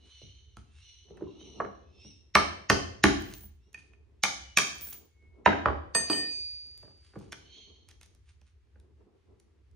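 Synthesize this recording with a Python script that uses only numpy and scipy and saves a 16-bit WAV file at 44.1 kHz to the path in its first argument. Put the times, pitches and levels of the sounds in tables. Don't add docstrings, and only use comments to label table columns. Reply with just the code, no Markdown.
import sys
import numpy as np
from scipy import signal
from scipy.fft import rfft, irfft
from scipy.io import wavfile
from scipy.ndimage import uniform_filter1d

SR = 44100
rng = np.random.default_rng(int(sys.argv[2]) if len(sys.argv) > 2 else 0)


def output_pcm(signal):
    pcm = np.clip(np.atleast_2d(signal).T, -1, 1) * 32767
    wavfile.write(sys.argv[1], SR, np.round(pcm).astype(np.int16))


def gain_from_decibels(decibels):
    exponent = np.asarray(decibels, float) / 20
    return 10 ** exponent


N = 429975
TIME_S = np.arange(N) / SR

# freq_hz, density_db_per_hz
RUMBLE_SPECTRUM = [(30, -17), (50, -10.5), (67, 4.5), (85, -2), (120, -15), (160, -27)]
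# freq_hz, density_db_per_hz
SHUFFLE_SPECTRUM = [(110, -13.5), (200, -1), (280, -3), (400, 3), (550, -12.5), (1000, -17), (1400, -24)]
# freq_hz, density_db_per_hz
HISS_SPECTRUM = [(600, -20.5), (900, -2.5), (2000, -0.5), (4000, -7), (6500, -11.5), (7500, -15.5),
                 (11000, -19.5), (12500, -38)]
# peak_s, level_db, rise_s, fall_s
SHIFTS = [(0.0, -69, .1, 0.21), (0.581, -82, 0.46, 0.61), (1.11, -63.5, 0.12, .5), (1.25, -55, 0.19, 0.29),
          (1.409, -67.5, 0.086, 0.28), (1.65, -48.5, 0.31, .2), (1.98, -73, 0.46, 1), (3.94, -76, .8, 1.1),
          (5.03, -68.5, 0.33, .2), (6.2, -53.5, .3, 0.38), (5.43, -62.5, .4, .3), (6.85, -70.5, 0.15, 0.21),
          (7.3, -74, 0.39, .5), (7.55, -70.5, 0.87, 1.2), (8.85, -73.5, 0.26, 2.5), (9.3, -75.5, 0.96, 1.1)]
# loudest_s, level_db, rise_s, fall_s, first_voice_hz
SCREECHES = [(0.2, -58, .6, 0.65, 3032), (0.86, -60, 0.27, 0.7, 2930), (1.441, -59.5, 0.43, 0.66, 2923),
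             (2.06, -61.5, 0.35, 0.29, 2697), (3.64, -82, 0.11, 0.38, 2790),
             (4.419, -62.5, 0.29, 0.43, 2950), (7.57, -56.5, .4, 0.55, 3170)]
# freq_hz, density_db_per_hz
RASP_SPECTRUM = [(1700, -18), (2200, -2), (4300, 2.5), (4700, -12), (6500, -2), (7100, -26)]
# peak_s, pitch_hz, level_db, rise_s, fall_s
STEADY_NOTES = [
    (2.41, 3049, -50, .06, .3),
    (2.72, 3042, -52, .02, .3),
    (3.06, 3037, -52, .02, .3),
    (4.5, 2940, -62, .2, .2),
    (5.25, 2192, -78, .3, .3),
]
SCRAPE_TIMES_S = (0.59, 3.79, 6.09, 6.55, 7.9, 8.028, 8.295, 8.48, 3.33, 4.93, 6.83, 7.06, 7.2, 0.78, 0.08)
# level_db, rise_s, fall_s
SCRAPE_SWELLS = [(-75, .05, 0.089), (-68.5, 0.078, 0.22), (-54, 0.06, 0.04), (-77.5, 0.37, 0.34),
                 (-69, 0.053, 0.091), (-69, 0.045, 0.11), (-68.5, 0.083, 0.078), (-77, 0.061, 0.086),
                 (-60, .3, 0.12), (-60, 0.14, .1), (-77, 0.44, 0.62), (-75.5, 0.17, 0.27), (-73, .15, 0.45),
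                 (-72.5, 0.24, 0.35), (-74.5, .2, 0.56)]
# freq_hz, density_db_per_hz
GRIT_SPECTRUM = [(700, -8.5), (1200, -3), (2500, 0.36), (5000, -5), (10000, -5)]
# start_s, peak_db, bass_weight_db_per_octave, hardness_db_per_octave
CLICKS = [(0.569, -52, 3, 1.5), (3.744, -50, -3, 2), (3.775, -61, 2, -7), (3.933, -63, -2, -6),
          (4.784, -69.5, -4, 12), (4.82, -56, -1.5, 3), (4.862, -60, -8, 4), (4.885, -62.5, -7, 7.5),
          (6.51, -84, -6, 12.5), (6.531, -79, -5, 9), (6.558, -87, -5.5, 11), (6.669, -83, -8, 12),
          (8.67, -75.5, -3, -6), (9.713, -87, -7, 8), (3.3373, -49, -8, 6), (3.4094, -66, 4, 7.5),
          (3.4364, -63.5, 5, 3), (3.7304, -70, -4, 8), (4.7526, -47, -4, -7), (4.8105, -54, 0, 9),
          (4.8494, -51, -8, 4.5), (4.8698, -53, 0.5, 3), (4.9294, -54, -5, 8.5), (4.9494, -58, -10, 0.2),
          (5.2244, -76.5, 3.5, -2.5), (6.2724, -56, -5, 5), (6.7764, -75.5, -10.5, 14),
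          (7.3224, -39.5, -5, 1.5), (7.3282, -32.5, -14, -4.5), (7.8875, -59, -2, 6),
          (7.9114, -53.5, -4, 1.5), (8.0122, -53.5, -4.5, 3), (8.031, -58.5, -6, 6), (8.06, -68.5, 1.5, 7),
          (8.149, -73.5, 2, 8), (8.4143, -61, -2, -1), (8.7994, -72, -6, 4.5), (9.3994, -71.5, -12, 7),
          (3.222, -62, -6, 9), (6.712, -80, -8, 8.5), (6.828, -72, -7.5, 4), (6.975, -76, -8, 4),
          (7.05, -78, -8, 3), (7.075, -76, -8, 3), (7.19, -74, -8, 8.5)]
# freq_hz, level_db
CLICK_BODY = [(150, 1.5), (600, -1.5), (1900, 1.5), (4600, 1.5), (10000, 1.6), (16000, -4.5)]
# start_s, peak_db, bass_weight_db_per_octave, hardness_db_per_octave
KNOCKS = [(0.214, -71, 9, -12), (1.082, -72, 2, -4), (1.102, -68, 5.5, -5), (1.171, -55.5, -7, 4),
          (1.207, -52.5, 3, -15), (1.221, -55, 3.5, -6), (1.409, -62.5, 3.5, -6), (1.601, -24, -9, -13),
          (1.648, -40, -2, -4.5), (2.045, -67, 7, -8), (6.829, -58.5, 1, -12), (6.852, -61, -2, -9.5),
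          (6.876, -60, -3, -16), (6.905, -63, -2, -12), (7.135, -55, -3, -5), (7.156, -48.5, 2.5, -8),
          (7.208, -57.5, 0.86, -11), (8.756, -63.5, -1.3, -2.5)]
# freq_hz, level_db
KNOCK_BODY = [(100, 0.93), (400, 6), (1150, -0.5), (2300, 3.5), (5500, -1.7), (8800, 1)]
# freq_hz, gain_db
SOFT_CONTACT = [(1800, 0.5), (2800, -9), (6000, -21)]
# start_s, pitch_hz, level_db, t60_s
BODY_RINGS = [(2.3565, 1180, -18, .03), (2.37, 1200, -30, .15), (2.702, 290, -29, .04),
              (5.462, 3760, -42, .08), (3.04, 1750, -22, .02), (2.702, 1500, -34, .12),
              (6.1, 305, -33, 0.063), (2.354, 2150, -21.5, 0.017), (2.7, 1400, -22.5, 0.014),
              (2.6995, 1800, -19, 0.01), (3.042, 330, -23.5, .04), (4.237, 2160, -30, 0.038),
              (4.573, 2400, -25, .02), (4.62, 2210, -42, .07), (4.245, 2350, -36, .05),
              (0.57, 1300, -58, .05), (5.47, 200, -36, .08), (1.27, 1010, -66, .15),
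              (1.601, 1080, -34, .015), (4.255, 1150, -40, .04), (5.67, 72, -36, 0.24),
              (2.71, 80, -38, .25), (3.05, 80, -38, .25), (5.49, 3730, -52, .12), (5.53, 1560, -37.5, .05),
              (3.04, 200, -30, .05), (2.702, 170, -32, .05), (5.462, 950, -18, 0.038),
              (5.462, 2700, -38, 0.072), (5.462, 1800, -28, .03), (1.602, 1100, -36, .02),
              (1.221, 349, -37, 0.04), (1.108, 420, -51.5, 0.0296), (6.131, 3030, -43.5, 0.096),
              (4.5855, 2300, -29, .02), (2.356, 79, -35.5, .12), (2.702, 120, -31.5, 0.1),
              (3.04, 115, -28, 0.063), (3.04, 44, -33, 0.31), (2.71, 36, -36, .25),
              (5.463, 85, -33.5, 0.13), (5.66, 105, -37, 0.11), (7.156, 1110, -57.5, 0.022),
              (5.658, 1250, -18.5, 0.013), (5.683, 1100, -32.5, 0.0069), (1.648, 1200, -39.5, 0.0093)]
HEAD_HZ = (8064, 10790, 14200, 14960, 15040, 15150)
# skidding_db, struck_db, t60_s
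HEAD_MODES = [(-20.5, -13, 0.05), (-17, -19, 0.066), (-28, -8, .04), (-3, -22, .09), (4, -23, .09),
              (-4, -27, .09)]
# peak_s, level_db
SKIDS = [(3.2, -66), (3.25, -62), (3.3, -62), (3.342, -58), (3.38, -58), (3.41, -56), (3.44, -53.5),
         (4.66, -62.5), (4.75, -70), (4.814, -45), (4.845, -46), (4.872, -44), (4.9, -48), (4.935, -47),
         (4.97, -56), (5.05, -74)]
CHISEL_HZ = (1824, 2482, 3034, 4686, 4689, 6334, 8040, 8340, 11535, 12930, 14030, 15495)
# dropped_db, settling_db, tapped_in_fist_db, t60_s, left_minus_right_db, left_lead_rad
CHISEL_MODES = [(-5.5, -23, -3, 0.92, -4.5, 0.6), (-14, -1.5, 1.5, 0.96, -4.5, 0.27),
                (-26, -15.5, -19, 0.52, -0.5, -.5), (-9.5, 6.5, -25, 1.35, -6.5, -1.5),
                (-5.5, -8, -26, .5, -5, -2.4), (-12, -14.5, -23.5, 1.4, -5, 0.98),
                (-32.5, -9, -23.5, 0.69, 1, -1.65), (1, -3.5, -28, 0.55, -1, -1.2),
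                (-24, -23, -51.5, 0.61, .5, 0.4), (-22, -48, -61.5, .15, -1, -0.85),
                (-23.5, -32, -58.5, .4, -0.5, -1.5), (-20.5, -29, -61.5, .5, 0, 0.1)]
# start_s, level_db, freedom_0_to_1, silenced_after_s
CHISEL_RINGS = [
    [(5.949, -24.5, .45, 0.17), (6.1, -32.5, 0.95, 0.21)],
    [(6.099, -36, 0.97, 1.3), (6.131, -38, 0.07, 0.52)],
    [(2.352, -18.5, 0, 0.36), (2.698, -35.5, 0.08, .3), (3.039, -47, 0.1, .3), (3.745, -40, 0.05, 0.3),
     (3.777, -54, .1, .2), (3.935, -60, 0.04, .2), (4.235, -38, 0.04, .3), (4.573, -33, 0.07, 0.35)],
]
# time_s, high_modes_db, left_minus_right_db, lowest_mode_db
CHISEL_ROLL = [(5.99, -1.5, -2, -2.5), (6.08, -1.5, 0, -9), (6.12, -1.5, 2, -5), (6.2, 1.5, 2.5, 2),
               (6.262, -11, -1, 2), (6.3, -0.5, -1, -7), (6.335, 2, -4, -26), (6.55, 2, -2.5, -26),
               (6.76, 1.5, -1.5, -26), (7.2, -3, -1.5, -30)]
# start_s, peak_db, bass_weight_db_per_octave, hardness_db_per_octave
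DROPS = [
    (5.459, -7, -8, -5),
    (5.476, -20, -3.5, -5.5),
    (5.658, -18.5, -5, -6),
    (5.683, -22, -6, -14),
    (5.949, -23, -3, 0),
    (6.098, -24, -5.5, -5),
    (6.131, -38, 0, 3),
]
# freq_hz, level_db
DROP_BODY = [(70, -6), (300, 4), (600, 2), (1150, -0.5), (2000, -2.5), (3500, -7), (5500, -15), (8800, -18)]
# freq_hz, gain_db
DROP_ACCENTS = [
    [(500, -3), (1900, 6), (3300, -4), (3750, 7), (5400, 7), (10000, -5)],
    [(1900, 5), (3750, 6)],
    [(920, 3), (1500, -4), (2500, -5), (3000, 4.5), (4200, 4.5)],
    [(1500, -3), (2000, -5)],
    [(500, 4), (1500, -4), (2950, 5), (3900, -4), (5400, 4)],
    [(2100, -8), (2950, 6), (3750, -6)],
    [(3000, 3.3)],
]
# start_s, peak_db, bass_weight_db_per_octave, hardness_db_per_octave
BLOWS = [
    (2.352, -7.5, -8.5, -3.5),
    (2.699, -11, -4, -2),
    (3.038, -13, -3, -1.5),
    (4.235, -19.5, -10, 1.5),
    (4.572, -16, -12, 2.5),
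    (4.585, -22, -12.5, 2),
]
# freq_hz, level_db
BLOW_BODY = [(60, -16.5), (130, -8.5), (300, 2.5), (620, -2.5), (1050, 3), (2300, 1.5), (5500, 0.88),
             (8800, -2)]
# freq_hz, gain_db
BLOW_ACCENTS = [
    [(200, -8), (400, -5), (980, 3), (1180, 3), (1550, -4), (2500, -4), (3300, -4), (5100, 4), (6100, -9)],
    [(500, -4), (780, -12), (2950, 2), (3750, -4), (4300, -5), (5400, 4), (6900, -2)],
    [(400, -8), (950, -5), (2500, 3), (3300, -4), (4500, 4), (6100, 4), (6900, -4)],
    [(190, -12), (1150, -5), (2100, 2), (2500, 2), (2950, -4), (5400, 3), (6900, 3.5), (10000, -5)],
    [(190, -12), (1500, -4), (2350, 4), (3300, -5), (4500, 4), (5500, -3), (6200, 3), (10000, -4)],
    [(190, -12), (1500, -4), (2250, 5), (3300, -5), (4600, 3)],
]
# freq_hz, t60_s
ROOM_T60 = [(60, 1), (200, 0.54), (500, 0.57), (1200, 0.5), (3000, 0.55), (7000, .5), (10000, .36),
            (15000, 0.25)]
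# freq_hz, level_db
ROOM_COLOUR = [(60, 4), (130, 2.5), (300, 5), (600, 0.5), (1500, -3), (4000, -1), (7500, 0), (9000, -3.5),
               (15000, -6.5)]
# delay_s, level_db, left_minus_right_db
ECHOES = [(.006, -16.5, 6), (0.0151, -8, -3), (0.03, -16, 2.5), (.046, -16.5, -2)]
# freq_hz, gain_db
PHONE_RESPONSE = [(100, -2), (7000, -1.5), (7600, -14.5), (8300, -2.5), (11800, -6), (12400, -26),
                  (13500, -26), (14400, -13), (16000, -15)]

BLOW_PIVOT_HZ, CLICK_PIVOT_HZ = 1150, 1900


def on_log(table, hz):
    table_hz, value = np.transpose(table)
    return np.interp(np.log(hz), np.log(table_hz), value)


def colour(x, table):
    hz = np.maximum(np.fft.rfftfreq(x.shape[-1], 1 / SR), 1)
    return irfft(rfft(x) * gain_from_decibels(on_log(table, hz)), x.shape[-1])


def high_pass(x, cut_hz):
    return signal.sosfilt(signal.butter(2, cut_hz, "high", fs=SR, output="sos"), x)


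def add(track, start_s, sound):
    i = int(start_s * SR)
    track[..., i:i + sound.shape[-1]] += sound[..., :N - i]


def noise(spectrum, likeness):
    hz = np.maximum(np.arange(N // 2 + 1) * SR / N, 1)
    in_band = (hz > spectrum[0][0]) & (hz < spectrum[-1][0])
    mid, side = irfft(rfft(rng.standard_normal((2, N))) * gain_from_decibels(on_log(spectrum, hz)) * in_band, N)
    c = np.clip(likeness, -1, 1)
    pair = np.sqrt(1 + c) * mid + np.sqrt(1 - c) * side * np.c_[[1, -1]]
    return pair / np.std(mid) / np.sqrt(2)


def walk(rate_hz):
    hold = int(SR / rate_hz)
    steps = np.repeat(rng.standard_normal(N // hold + 1), hold)
    return 1.4 * uniform_filter1d(uniform_filter1d(steps, hold), hold)[:N]


def swell(peak_s, level_db, rise_s, fall_s):
    before = (peak_s - TIME_S) / max(rise_s, 1e-3)
    after = (TIME_S - peak_s) / max(fall_s, 1e-3)
    return gain_from_decibels(level_db - 40 * np.maximum(before, after))


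def ring(hz, level_db, t60_s, lag_s, length_s, phase_rad=0):
    hz = np.c_[hz]
    t = np.maximum(np.arange(int(length_s * SR)) / SR - np.c_[lag_s], 0)
    push = (1 - np.exp(-t * hz * 4.3)) ** 2
    decay = gain_from_decibels(np.c_[level_db] - 60 * t / np.c_[t60_s])
    return np.sum(push * decay * np.sin(2 * np.pi * hz * t + phase_rad), axis=0)


def background():
    rumble = gain_from_decibels(-65 + 2.5 * walk(9.7)) * noise(RUMBLE_SPECTRUM, 0.84)
    scuff_db = 3 * walk(30)
    drift_db = 1.5 * walk(1.5) + walk(20)
    shift_gain = gain_from_decibels(-87) + sum(swell(*row) for row in SHIFTS)
    shuffle = shift_gain * gain_from_decibels(scuff_db) * noise(SHUFFLE_SPECTRUM, 0.3)
    return rumble + shuffle + gain_from_decibels(-86.5 + drift_db) * noise(HISS_SPECTRUM, 0.2)


def parrot():
    scoop, second_ratio, third_ratio = .12, 1.36, .88
    overtone_db, overtone_db_per_khz = -8, -41
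    out, rasp = np.zeros(N), noise(RASP_SPECTRUM, 0.92)[0]
    for peak_s, level_db, rise_s, fall_s, first_hz in SCREECHES:
        second_hz = second_ratio * first_hz
        still_to_rise = np.clip((peak_s - TIME_S) / rise_s, 0, 1)
        bend = 1 - scoop * still_to_rise
        phases = []
        for hz in (first_hz, second_hz, third_ratio * second_hz):
            shake = 1 + .02 * walk(450) + .018 * walk(25)
            phases.append(2 * np.pi * np.cumsum(hz * bend * shake) / SR)
        first, second, third = phases
        over_db = overtone_db + overtone_db_per_khz * (first_hz / 1000 - 3) - 25 * still_to_rise
        voice = np.sin(first) + gain_from_decibels(over_db + 3.0) * np.sin(2 * first) + gain_from_decibels(over_db - 13.5) * np.sin(3 * first)
        voice = voice + gain_from_decibels(-3.5) * np.sin(second) + gain_from_decibels(-9.5) * np.sin(third) + gain_from_decibels(-6.5) * rasp
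        gain = uniform_filter1d(swell(peak_s, level_db, rise_s, fall_s), size=3000)
        out += gain * gain_from_decibels(1.9 * walk(120)) * voice
    return out


def steady_notes():
    out = np.zeros(N)
    for peak_s, hz, level_db, rise_s, fall_s in STEADY_NOTES:
        gain = swell(peak_s, level_db, rise_s, fall_s) * gain_from_decibels(4.5 * walk(30))
        out += gain * np.sin(2 * np.pi * hz * TIME_S)
    return out


def scrapes():
    gain = sum(swell(peak_s, *row) for peak_s, row in zip(SCRAPE_TIMES_S, SCRAPE_SWELLS))
    return gain * gain_from_decibels(3.4 * walk(700)) * noise(GRIT_SPECTRUM, 0.82)[0]


def impacts(hits, body, pivot_hz, t60_s, lag_s, trim_db, accents=None, count=112):
    accent_octaves = .13
    out = np.zeros(N)
    for (start_s, peak_db, weight, hardness), accent in zip(hits, accents or [()] * len(hits)):
        u = rng.random((4, count))
        hz = 60 * 2 ** (8 * ((np.arange(count) + u[0]) / count) ** .75)
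        octave = np.log2(np.clip(hz, body[0][0], body[-1][0]) / pivot_hz)
        tilt_db = np.where(octave < 0, -weight, hardness) * octave
        level_db = peak_db + on_log(body, hz) + tilt_db + trim_db + 2.6 * (u[1] - .5)
        for accent_hz, gain_db in accent:
            level_db = level_db + gain_db * np.exp(-(np.log2(hz / accent_hz) / accent_octaves) ** 2)
        mode_lag_s = lag_s * (.97 + 0.081 * u[2]) * (hz / 1000) ** -.7
        mode_t60_s = t60_s * (hz / 1000) ** -.6
        add(out, start_s, ring(hz, level_db, mode_t60_s, mode_lag_s, .06, 1.177 * np.c_[u[3]]))
    return out


def finger_clicks():
    taps = impacts(CLICKS, CLICK_BODY, CLICK_PIVOT_HZ, 0.019, 0.00057, -5.5, count=56)
    return taps + scrapes()


def soft_knocks():
    return colour(impacts(KNOCKS, KNOCK_BODY, BLOW_PIVOT_HZ, 0.031, .0015, -7), SOFT_CONTACT)


def body_rings():
    out = np.zeros(N)
    for start_s, hz, level_db, t60_s in BODY_RINGS:
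        pair = ring([hz, 1.035 * hz], [level_db, level_db - 2.0], [t60_s, t60_s], [0., 0.], .35)
        add(out, start_s, pair)
    return out


def hammer_head():
    skid_rise_s, skid_fall_s = .03, 0.081
    hz, (skid_db, struck_db, t60_s) = np.array(HEAD_HZ), np.transpose(HEAD_MODES)
    skid_gain = sum(swell(peak_s, db, skid_rise_s, skid_fall_s) for peak_s, db in SKIDS)
    grit = skid_gain * rng.standard_normal(N) * gain_from_decibels(3.0 * walk(150))
    out = signal.fftconvolve(grit, ring(hz, skid_db - 14.5, t60_s, 0 * hz, .15))[:N]
    for start_s, peak_db, _, hardness in BLOWS:
        level_db = peak_db + 2.4 * hardness + struck_db - 9.5
        add(out, start_s, ring(hz, level_db, t60_s, 0 * hz, .15))
    return out


def chisel():
    out, hz = np.zeros((2, N)), np.array(CHISEL_HZ)
    *excited_db, t60_s, pan_db, lead_rad = np.transpose(CHISEL_MODES)
    for events, mode_db in zip(CHISEL_RINGS, excited_db):
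        for start_s, level_db, freedom, stop_s in events:
            held_t60_s = t60_s * max(freedom, .02)
            sound = np.array([ring(hz, level_db + mode_db + side * pan_db, held_t60_s, 0 * hz, stop_s,
                                   np.c_[side * lead_rad]) for side in (.5, -.5)])
            release = np.minimum(np.arange(sound.shape[1])[::-1] / 400, 1)
            add(out, start_s, sound * release)
    roll_s, high_db, roll_pan_db, low_db = np.transpose(CHISEL_ROLL)
    side = np.c_[[.5, -.5]]
    turn_db = np.interp(TIME_S, roll_s, high_db, left=0) + np.interp(TIME_S, roll_s, roll_pan_db, left=0) * side
    lie_gain = gain_from_decibels(np.interp(TIME_S, roll_s, low_db, left=0))
    lowest = colour(out, [(2000, 0), (2300, -80)])
    high = colour(out, [(3400, -80), (4200, 0)])
    return out + (lie_gain - 1) * lowest + (gain_from_decibels(turn_db) - 1) * high


def hammer_blows():
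    t60_s, drop_t60_s, lag_s, trim_db = 0.023, 0.02183, .0022, -7.5
    struck = impacts(BLOWS, BLOW_BODY, BLOW_PIVOT_HZ, t60_s, lag_s, trim_db, BLOW_ACCENTS)
    dropped = impacts(DROPS, DROP_BODY, BLOW_PIVOT_HZ, drop_t60_s, lag_s, trim_db, DROP_ACCENTS)
    return high_pass(struck + dropped, 190)


def garage(x, sent):
    room_db, fade_s = -33, 1
    t = np.arange(int(.8 * SR)) / SR
    hz = np.maximum(np.fft.rfftfreq(len(t), 1 / SR), 1)
    reply = np.zeros((2, len(t)))
    for delay_s, level_db, pan_db in ECHOES:
        at = int(delay_s * SR) + rng.integers(0, 6, 2)
        reply[[0, 1], at] += gain_from_decibels(level_db + np.array([pan_db, -pan_db]) / 2)
    reply = colour(reply, [(1500, 0.0), (5000, -4.5), (12000, -18.5)])
    for centre_hz in 50 * 2 ** np.arange(0, 8.5, .5):
        band = np.maximum(1 - np.abs(2 * np.log2(hz / centre_hz)), 0)
        mid, side = irfft(rfft(rng.standard_normal((2, len(t)))) * band, len(t))
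        decay_db = -60 * t / on_log(ROOM_T60, centre_hz) - 20 * (t / fade_s) ** 4
        gain = gain_from_decibels(room_db + on_log(ROOM_COLOUR, centre_hz) + decay_db) * (1 - np.exp(-t / 0.001))
        width = min(centre_hz / 300, 1.1)
        reply += gain * (mid + width * side * np.c_[[1, -1]])
    direct = np.array([x * gain_from_decibels(-0.82), np.roll(x, 1) * gain_from_decibels(2.0)])
    return direct + signal.fftconvolve(sent[None], reply, axes=1)[:, :N]


def scene():
    blows = hammer_blows() + gain_from_decibels(-3.0) * parrot() + steady_notes()
    body = gain_from_decibels(5.0) * body_rings()
    knocks, clicks = soft_knocks(), finger_clicks()
    head, bar = hammer_head(), chisel()
    sent = gain_from_decibels(1.0) * blows + gain_from_decibels(-4.0) * body + gain_from_decibels(-2.0) * knocks + gain_from_decibels(-3.0) * clicks
    sent = sent + gain_from_decibels(-5.5) * bar[1] + gain_from_decibels(-5.0) * head
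    near = garage(blows + body + knocks + clicks, sent) + bar + head
    return colour(high_pass(near, 69), PHONE_RESPONSE) + background()


def roll_off(x):
    return signal.sosfilt(signal.butter(12, 16470, fs=SR, output="sos"), x)


def record(dry):
    t = np.arange(int(0.014 * SR)) / SR
    lead_noise = gain_from_decibels(-32 - 60 * t / 0.022)[::-1] * rng.standard_normal(len(t))
    bright = colour(dry, [(600, -32.5), (2000, -3.0), (7000, 8.0), (8000, -31.0)])
    level = uniform_filter1d(np.abs(bright), size=100)
    earlier = np.roll(uniform_filter1d(level, size=600), 400, axis=1)
    attack = bright * np.clip(1 - 3 * earlier / (level + 1e-9), 0, 1)
    ahead = signal.fftconvolve(attack, lead_noise[None], axes=1)[:, len(t):len(t) + N - 1]
    smeared = dry + np.pad(ahead, ((0, 0), (0, 1)), mode="edge")
    return roll_off(np.tanh(1.362 * smeared) / 0.8)


dry = scene()
out = record(dry)
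output_pcm(out)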